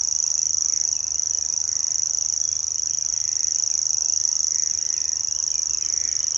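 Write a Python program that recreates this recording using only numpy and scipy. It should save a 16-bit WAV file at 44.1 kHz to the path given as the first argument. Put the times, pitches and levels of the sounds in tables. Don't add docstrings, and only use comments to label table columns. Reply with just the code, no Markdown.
import sys
import numpy as np
from scipy import signal
from scipy.fft import rfft, irfft, next_fast_len
from scipy.io import wavfile
from scipy.ndimage import uniform_filter1d

SR = 44100
rng = np.random.default_rng(int(sys.argv[2]) if len(sys.argv) > 2 else 0)


def transcribe(u):
    v = np.clip(np.atleast_2d(u).T, -1, 1)
    q = np.round(v * 32767).astype(np.int16)
    wavfile.write(sys.argv[1], SR, q)


N = 280917


def amp(db):
    return 10 ** (np.asarray(db) / 20)


def unit_rms(x):
    return x / np.sqrt(np.mean(x ** 2) + 1e-20)


def curve_at(curve, s):
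    return np.interp(s, *np.transpose(curve))


def spectrum_at(points, hz):
    knots_hz, value = np.transpose(points)
    return np.interp(np.log(hz + 1), np.log(knots_hz + 1), value)


def add(mix, s, sound):
    start = round(s * SR)
    sound = sound[..., max(-start, 0):]
    part = mix[..., max(start, 0):][..., :sound.shape[-1]]
    part += sound[..., :part.shape[-1]]


def pan(balance_db):
    return amp([[balance_db / 2], [-balance_db / 2]])


def wander(n, top_hz):
    hz = np.fft.rfftfreq(n + SR, 1 / SR)
    return unit_rms(irfft(rfft(rng.standard_normal(n + SR)) / (1 + (hz / top_hz) ** 4)))[:n]


def coloured_noise(spectrum):
    size = next_fast_len(N)
    colour = amp(spectrum_at(spectrum, np.fft.rfftfreq(size, 1 / SR)))
    return unit_rms(irfft(rfft(rng.standard_normal((2, size))) * colour, size))[:, :N]


def reverb(x, t60_s, onset_s):
    t = np.arange(SR) / SR
    tail = rng.standard_normal((2, SR)) * 1e-3 ** (t / t60_s) * (1 - np.exp(-t / onset_s))
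    tail /= np.linalg.norm(tail, axis=1, keepdims=True)
    return signal.fftconvolve(x[None], tail, axes=1)[:, :N]


# freq_hz, relative_density_db
WASH_SPECTRUM = [(20, -30), (40, -20.5), (62, 3.5), (95, 0), (130, -5), (200, -16), (400, -17),
                 (1050, -13.5), (1600, -18.5), (2600, -21), (3700, -23.5), (8500, -34.5), (15500, -44),
                 (17000, -52.5)]
# freq_hz, coherence_ratio
WASH_COHERENCE = [(60, 1), (250, 0.76), (1000, 0.82), (3000, 0.53), (12000, 0.9)]
# freq_hz, left_minus_right_db
WASH_BALANCE = [(60, -1.5), (200, 0.5), (500, 0), (1000, 2.5), (2500, -1.5), (9000, -0.5)]
# time_s, low_gain_db, mid_gain_db
WASH_DRIFT = [(0, 1.5, 1.5), (1.599, 2, 2.5), (2.802, 3, -0.5), (4.199, 5, -1.5), (5.401, 5, -0.5),
              (6.4, 7.5, -1)]


def outdoor_wash(level_db=-50, patchy_db=2.5, steady_below_hz=200):
    frame, hop = 4096, 1024
    hz = np.fft.rfftfreq(frame, 1 / SR)
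    t = np.arange(0, N + frame + hop, hop) / SR
    noise = rng.standard_normal((5, len(t), len(hz)))
    left, independent = noise[0] + 1j * noise[1], noise[2] + 1j * noise[3]
    patches = uniform_filter1d(noise[4], size=6, axis=0)
    patches = unit_rms(uniform_filter1d(patches, size=24, axis=1)) * hz / (hz + steady_below_hz)
    s, low_db, mid_db = np.transpose(WASH_DRIFT)
    low_band = spectrum_at([(180, .053), (350, 1), (700, .36)], hz)
    mid_band = spectrum_at([(450, .35), (1000, .99), (2200, 0)], hz)
    drift_db = np.outer(np.interp(t, s, low_db), low_band) + np.outer(np.interp(t, s, mid_db), mid_band)
    coherence = spectrum_at(WASH_COHERENCE, hz)
    right = coherence * left + np.sqrt(1 - coherence ** 2) * independent
    lean = amp(spectrum_at(WASH_BALANCE, hz) / 2)
    spectra = np.array([left * lean, right / lean])
    spectra *= amp(spectrum_at(WASH_SPECTRUM, hz) + patchy_db * patches + drift_db)
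    _, bed = signal.istft(spectra.swapaxes(1, 2), nperseg=frame, noverlap=frame - hop)
    return amp(level_db) * unit_rms(bed[:, :N])


# start_s, length_s, start_hz, end_hz, width_hz, relative_level_db
HOARSE_CUES = [(0.649, 0.26, 2210, 2023, 595, -56), (1.599, 0.49, 1848, 1960, 400, -57.5),
               (3.001, 0.63, 2017, 1932, 350, -56), (4.1, 0.34, 1947, 1907, 400, -59),
               (4.464, 0.3, 2117, 1874, 320, -51.5), (4.719, 0.53, 1960, 1867, 278, -54.5),
               (5.702, .65, 2150, 1890, 604, -52.5), (5.933, 0.22, 2090, 1904, 260, -53),
               (5.96, 0.23, 2317, 2300, 301, -54.5)]


def hoarse_calls(level_db=-3, skirt_db=-7, skirt_spread=1.4, wet_db=-4, balance_db=-5):
    calls = np.zeros(N)
    for s, length_s, start_hz, end_hz, width_hz, db in HOARSE_CUES:
        n = int(length_s * SR)
        carrier = np.exp(2j * np.pi * np.cumsum(np.linspace(start_hz, end_hz, n)) / SR)
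        core, skirt = (wander(n, hz) + 1j * wander(n, hz)
                       for hz in (width_hz / 2, width_hz * skirt_spread))
        band = ((core + amp(skirt_db) * skirt) * carrier).real
        add(calls, s, amp(db) * band * signal.windows.tukey(n, 3 / 5))
    tail = amp(wet_db) * reverb(calls, t60_s=.69, onset_s=.021)
    return amp(level_db) * pan(balance_db) * (calls + tail)


def faint_whistle_cues(slot_s=.2, length_s=(.036, .075), pitch_hz=(2544, 3070), bend_hz=230, db=-60):
    slots = np.arange(0, N / SR, slot_s)
    cues = []
    for s, (late, long, high, *bend) in zip(slots, rng.random((len(slots), 6))):
        contour_hz = np.interp(high, [0, 1], pitch_hz) + bend_hz * (2 * np.array(bend) - 1)
        cues.append((s + slot_s * late, np.interp(long, [0, 1], length_s), *contour_hz, db))
    return cues


def dipping_whistle_cues(first_s=2.872, every_s=.1328, length_s=.08, db=-55.5):
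    contour_hz = (3190, 2440, 3690)
    return [(first_s + k * every_s, length_s, *contour_hz, db) for k in range(6)]


# start_s, length_s, start_hz, middle_hz, end_hz, level_db
WHISTLE_CUES = [(0.143, 0.16, 2920, 3110, 3250, -62), (0.354, .097, 2640, 2660, 2500, -57),
                (.69, 0.11, 2850, 2530, 2500, -62.5), (0.93, 0.082, 3050, 2650, 2590, -54.5),
                (1.028, .08, 2570, 2640, 2570, -56), (1.29, 0.16, 2660, 2540, 2440, -62.5),
                (2.2, .048, 2860, 2830, 2620, -59.5), (2.272, .038, 2800, 2650, 2500, -59),
                (2.412, 0.16, 3430, 3390, 3480, -59), (2.76, 0.038, 2650, 2960, 3150, -58),
                (3.683, 0.062, 3250, 2480, 2750, -55.5), (3.996, 0.11, 2680, 2650, 2700, -58.5),
                (4.691, 0.11, 2950, 2400, 2520, -58), (4.837, 0.059, 2950, 3070, 3050, -58),
                (4.929, 0.065, 3240, 2650, 2495, -54.5), (5.0, 0.14, 2520, 2540, 2280, -60),
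                (5.332, .1, 2650, 3110, 2550, -53.5), (5.472, .089, 2700, 3150, 2480, -55),
                (5.528, 0.065, 2440, 2470, 2360, -56.5), (5.69, 0.088, 2780, 2700, 2540, -54.5),
                (5.79, 0.069, 2700, 2490, 2750, -52.5), (5.82, .07, 3160, 3080, 2970, -54.5),
                (6.195, 0.085, 2680, 3110, 2560, -54.5), (6.33, 0.045, 2980, 2560, 2500, -57),
                (6.335, 0.066, 2940, 3130, 3100, -51.5)]


def far_whistles(waver_share=.011, flutter_db=3.5, wet_db=-4.5, balance_db=-1):
    whistles = np.zeros(N)
    for s, length_s, *contour_hz, db in WHISTLE_CUES + dipping_whistle_cues() + faint_whistle_cues():
        n = int(length_s * SR)
        arch = np.polyfit([0, 1 / 2, 1], contour_hz, 2)
        hz = np.polyval(arch, np.linspace(0, 1, n)) * (1 + waver_share * wander(n, top_hz=120))
        envelope = amp(db + flutter_db * wander(n, top_hz=77)) * signal.windows.tukey(n, 1 / 6)
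        add(whistles, s, envelope * np.sin(2 * np.pi * np.cumsum(hz) / SR))
    tail = amp(wet_db) * reverb(whistles, t60_s=.44, onset_s=.016)
    return pan(balance_db) * (whistles + tail)


# freq_hz, relative_density_db
FLICKER_SPECTRUM = [(2000, -13.5), (4000, -2.5), (8500, 3.5), (12000, -0.5), (16000, -5.5)]


def treble_flicker(song, level_db=-38, open_share=.3, balance_db=2):
    fizz = coloured_noise(FLICKER_SPECTRUM)
    chance = wander(N, top_hz=38)
    is_open = chance > np.quantile(chance, 1 - open_share)
    gate = uniform_filter1d(is_open.astype(float), size=100)
    envelope = abs(signal.hilbert(song))
    return amp(level_db) * pan(balance_db) * envelope * gate * fizz


# freq_hz, relative_density_db
SHIMMER_SPECTRUM = [(3300, -43.5), (4100, -28.5), (4700, -8), (5100, -4.5), (5400, 0.5), (6500, -1),
                    (6900, -2.5), (7250, -13.5), (7600, -17), (8100, -35.5), (9000, -56)]


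def shimmer(song, level_db=-21, pulse_weight=.043, side_db=-9):
    mid, side = coloured_noise(SHIMMER_SPECTRUM)
    side *= amp(side_db)
    syllable_power = uniform_filter1d(song ** 2, size=1690)
    pulse_power = uniform_filter1d(song ** 2, size=60)
    envelope = np.sqrt(abs(syllable_power + pulse_weight * pulse_power))
    return amp(level_db) * envelope * np.array([mid + side, mid - side])


# delay_ms, left_db, right_db
STEM_ECHOES = [(4.713, -29.5, -14), (7.63, -26.5, -33), (9.36, -29, -24.5), (11.8, -45, -27.5),
               (14.52, -37, -28.5), (16.97, -32, -32), (20.67, -40, -23.5), (24.98, -37, -33.5),
               (25.6, -38.5, -15), (28.56, -29, -31), (29.56, -42.5, -26.5), (33.76, -35.5, -22)]


def reed_bed(song, direct_balance_db=-.7, near_db=-19, far_db=-25, tail_balance_db=-3):
    size = next_fast_len(N + SR)
    khz = np.fft.rfftfreq(size, 1000 / SR)
    echoes = sum(amp([[left_db], [right_db]]) * np.exp(-2j * np.pi * khz * delay_ms)
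                 for delay_ms, left_db, right_db in STEM_ECHOES)
    early = irfft(rfft(song, size) * (pan(direct_balance_db) + echoes), size)[:, :N]
    near_tail = amp(near_db) * reverb(song, t60_s=.19, onset_s=.002)
    far_tail = amp(far_db) * reverb(song, t60_s=.41, onset_s=.016)
    return early + pan(tail_balance_db) * (near_tail + far_tail)


def throat(song, cutoff_hz=7130, steepness=40, leak_db=-15):
    size = next_fast_len(N + SR)
    hz = np.fft.rfftfreq(size, 1 / SR)
    passed = 1 / (1 + (hz / cutoff_hz) ** steepness)
    return irfft(rfft(song, size) * (passed + amp(leak_db) * (1 - passed)), size)[:N]


def syrinx_pulse(contour, pitch_scale, stretch, uneven_db=2, pad=9):
    ms, pitch, db = np.transpose(contour)
    knots_s = ms * stretch / 1000
    t = np.arange(-pad, knots_s[-1] * SR + pad) / SR
    weakness = 1 - amp(np.minimum(db, 0))
    db = db + uneven_db * rng.standard_normal(len(db)) * weakness
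    smoothing = np.hanning(2 * pad) / (pad - 1 / 2)
    envelope = np.convolve(np.interp(t, knots_s, amp(db), 0, 0), smoothing, "same")
    hz = pitch_scale * np.interp(t, knots_s, pitch)
    return envelope * np.sin(2 * np.pi * np.cumsum(hz) / SR)


# time_s, syllable_rate_hz
REEL_TEMPO = [(0.0, 26.235), (0.8, 26.109), (1.8, 26.308), (2.0, 26.262), (3.2, 26.216), (3.6, 25.904),
              (3.8, 26.064), (4.4, 26.033), (5.0, 26.293), (5.2, 25.906), (5.8, 26.08), (6.0, 26.502),
              (6.4, 25.505)]


def syllable_times(first_s=-.003):
    t = first_s + np.arange(N) / SR
    cycles = np.cumsum(curve_at(REEL_TEMPO, t)) / SR
    return np.interp(np.arange(np.ceil(cycles[-1])), cycles, t)


# time_ms, pitch_hz, relative_level_db
TICK_CONTOUR = [(.1, 4640, -42), (.45, 5380, -15.4), (.8, 6020, -3.1), (1.3, 6210, 0), (1.6, 6550, -.9),
                (1.95, 6960, -10.8), (2.45, 6390, -5.1), (3.1, 6310, -19.7), (3.6, 5320, -21.2),
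                (4.6, 6470, -12), (5.8, 5840, -23), (7, 6420, -13.7), (8.2, 6580, -20.5),
                (9.6, 6590, -34.7)]
# time_ms, pitch_ratio, relative_level_db
NOTE_CONTOUR = [(0, 1.02, -34), (.5, 1.017, -11), (.8, 1.014, -4.5), (1.3, 1.01, -1), (2.4, .999, .3),
                (3.1, .994, -.4), (3.6, .99, -3.2), (4.2, .972, -8.5), (4.8, .958, -11.5), (5.9, .965, -32)]
# time_s, pitch_hz
NOTE_TUNING = [(0, 5770), (1.4, 5798), (3.9, 5756), (6.4, 5730)]
# time_s, effort_db
SONG_EFFORT = [(0.0, -10), (0.9, -9.5), (1.0, -13.5), (1.1, -12), (2.0, -10.5), (2.5, -11), (2.7, -12.5),
               (3.0, -12), (3.6, -9.5), (4.6, -9.5), (4.8, -12.5), (4.9, -10.9), (5.1, -12), (5.7, -10.7),
               (5.8, -11.5), (5.9, -10.6), (6.0, -12), (6.4, -10)]


def warbler(tick_db=1.67, note_db=-1.12, note_delay_ms=12.03):
    tick_follows, note_follows = 1.123, .9
    tick_jitter_db, note_jitter_db, jitter_hz, jitter_ms = .5, .71, 10, .2
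    shape_jitter = np.array([.007, .03, .08])
    push_hz_per_db = 19
    song, onsets = np.zeros(N), syllable_times()
    for s, chance in zip(onsets, rng.standard_normal((len(onsets), 7))):
        late, tick_push, note_push, detune = chance[:4]
        tick_pitch, tick_stretch, note_stretch = 1 + shape_jitter * chance[4:]
        effort_db = curve_at(SONG_EFFORT, s)
        tick_gain = amp(tick_db + tick_follows * effort_db + tick_jitter_db * tick_push)
        add(song, s, tick_gain * syrinx_pulse(TICK_CONTOUR, tick_pitch, tick_stretch))
        push_db = note_jitter_db * note_push
        note_gain = amp(note_db + note_follows * effort_db + push_db)
        note_hz = curve_at(NOTE_TUNING, s) + push_hz_per_db * push_db + jitter_hz * detune
        note_s = s + (note_delay_ms + jitter_ms * late) / 1000
        add(song, note_s, note_gain * syrinx_pulse(NOTE_CONTOUR, note_hz, note_stretch))
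    return song


def scene():
    song = throat(warbler())
    foreground = reed_bed(song) + shimmer(song) + treble_flicker(song)
    return foreground + far_whistles() + hoarse_calls() + outdoor_wash()


def record(dry):
    lowpass = signal.firwin(255, cutoff=16100, window=("kaiser", 8), fs=SR)
    return signal.oaconvolve(dry, lowpass[None], "same")


dry = scene()
out = record(dry)
transcribe(out)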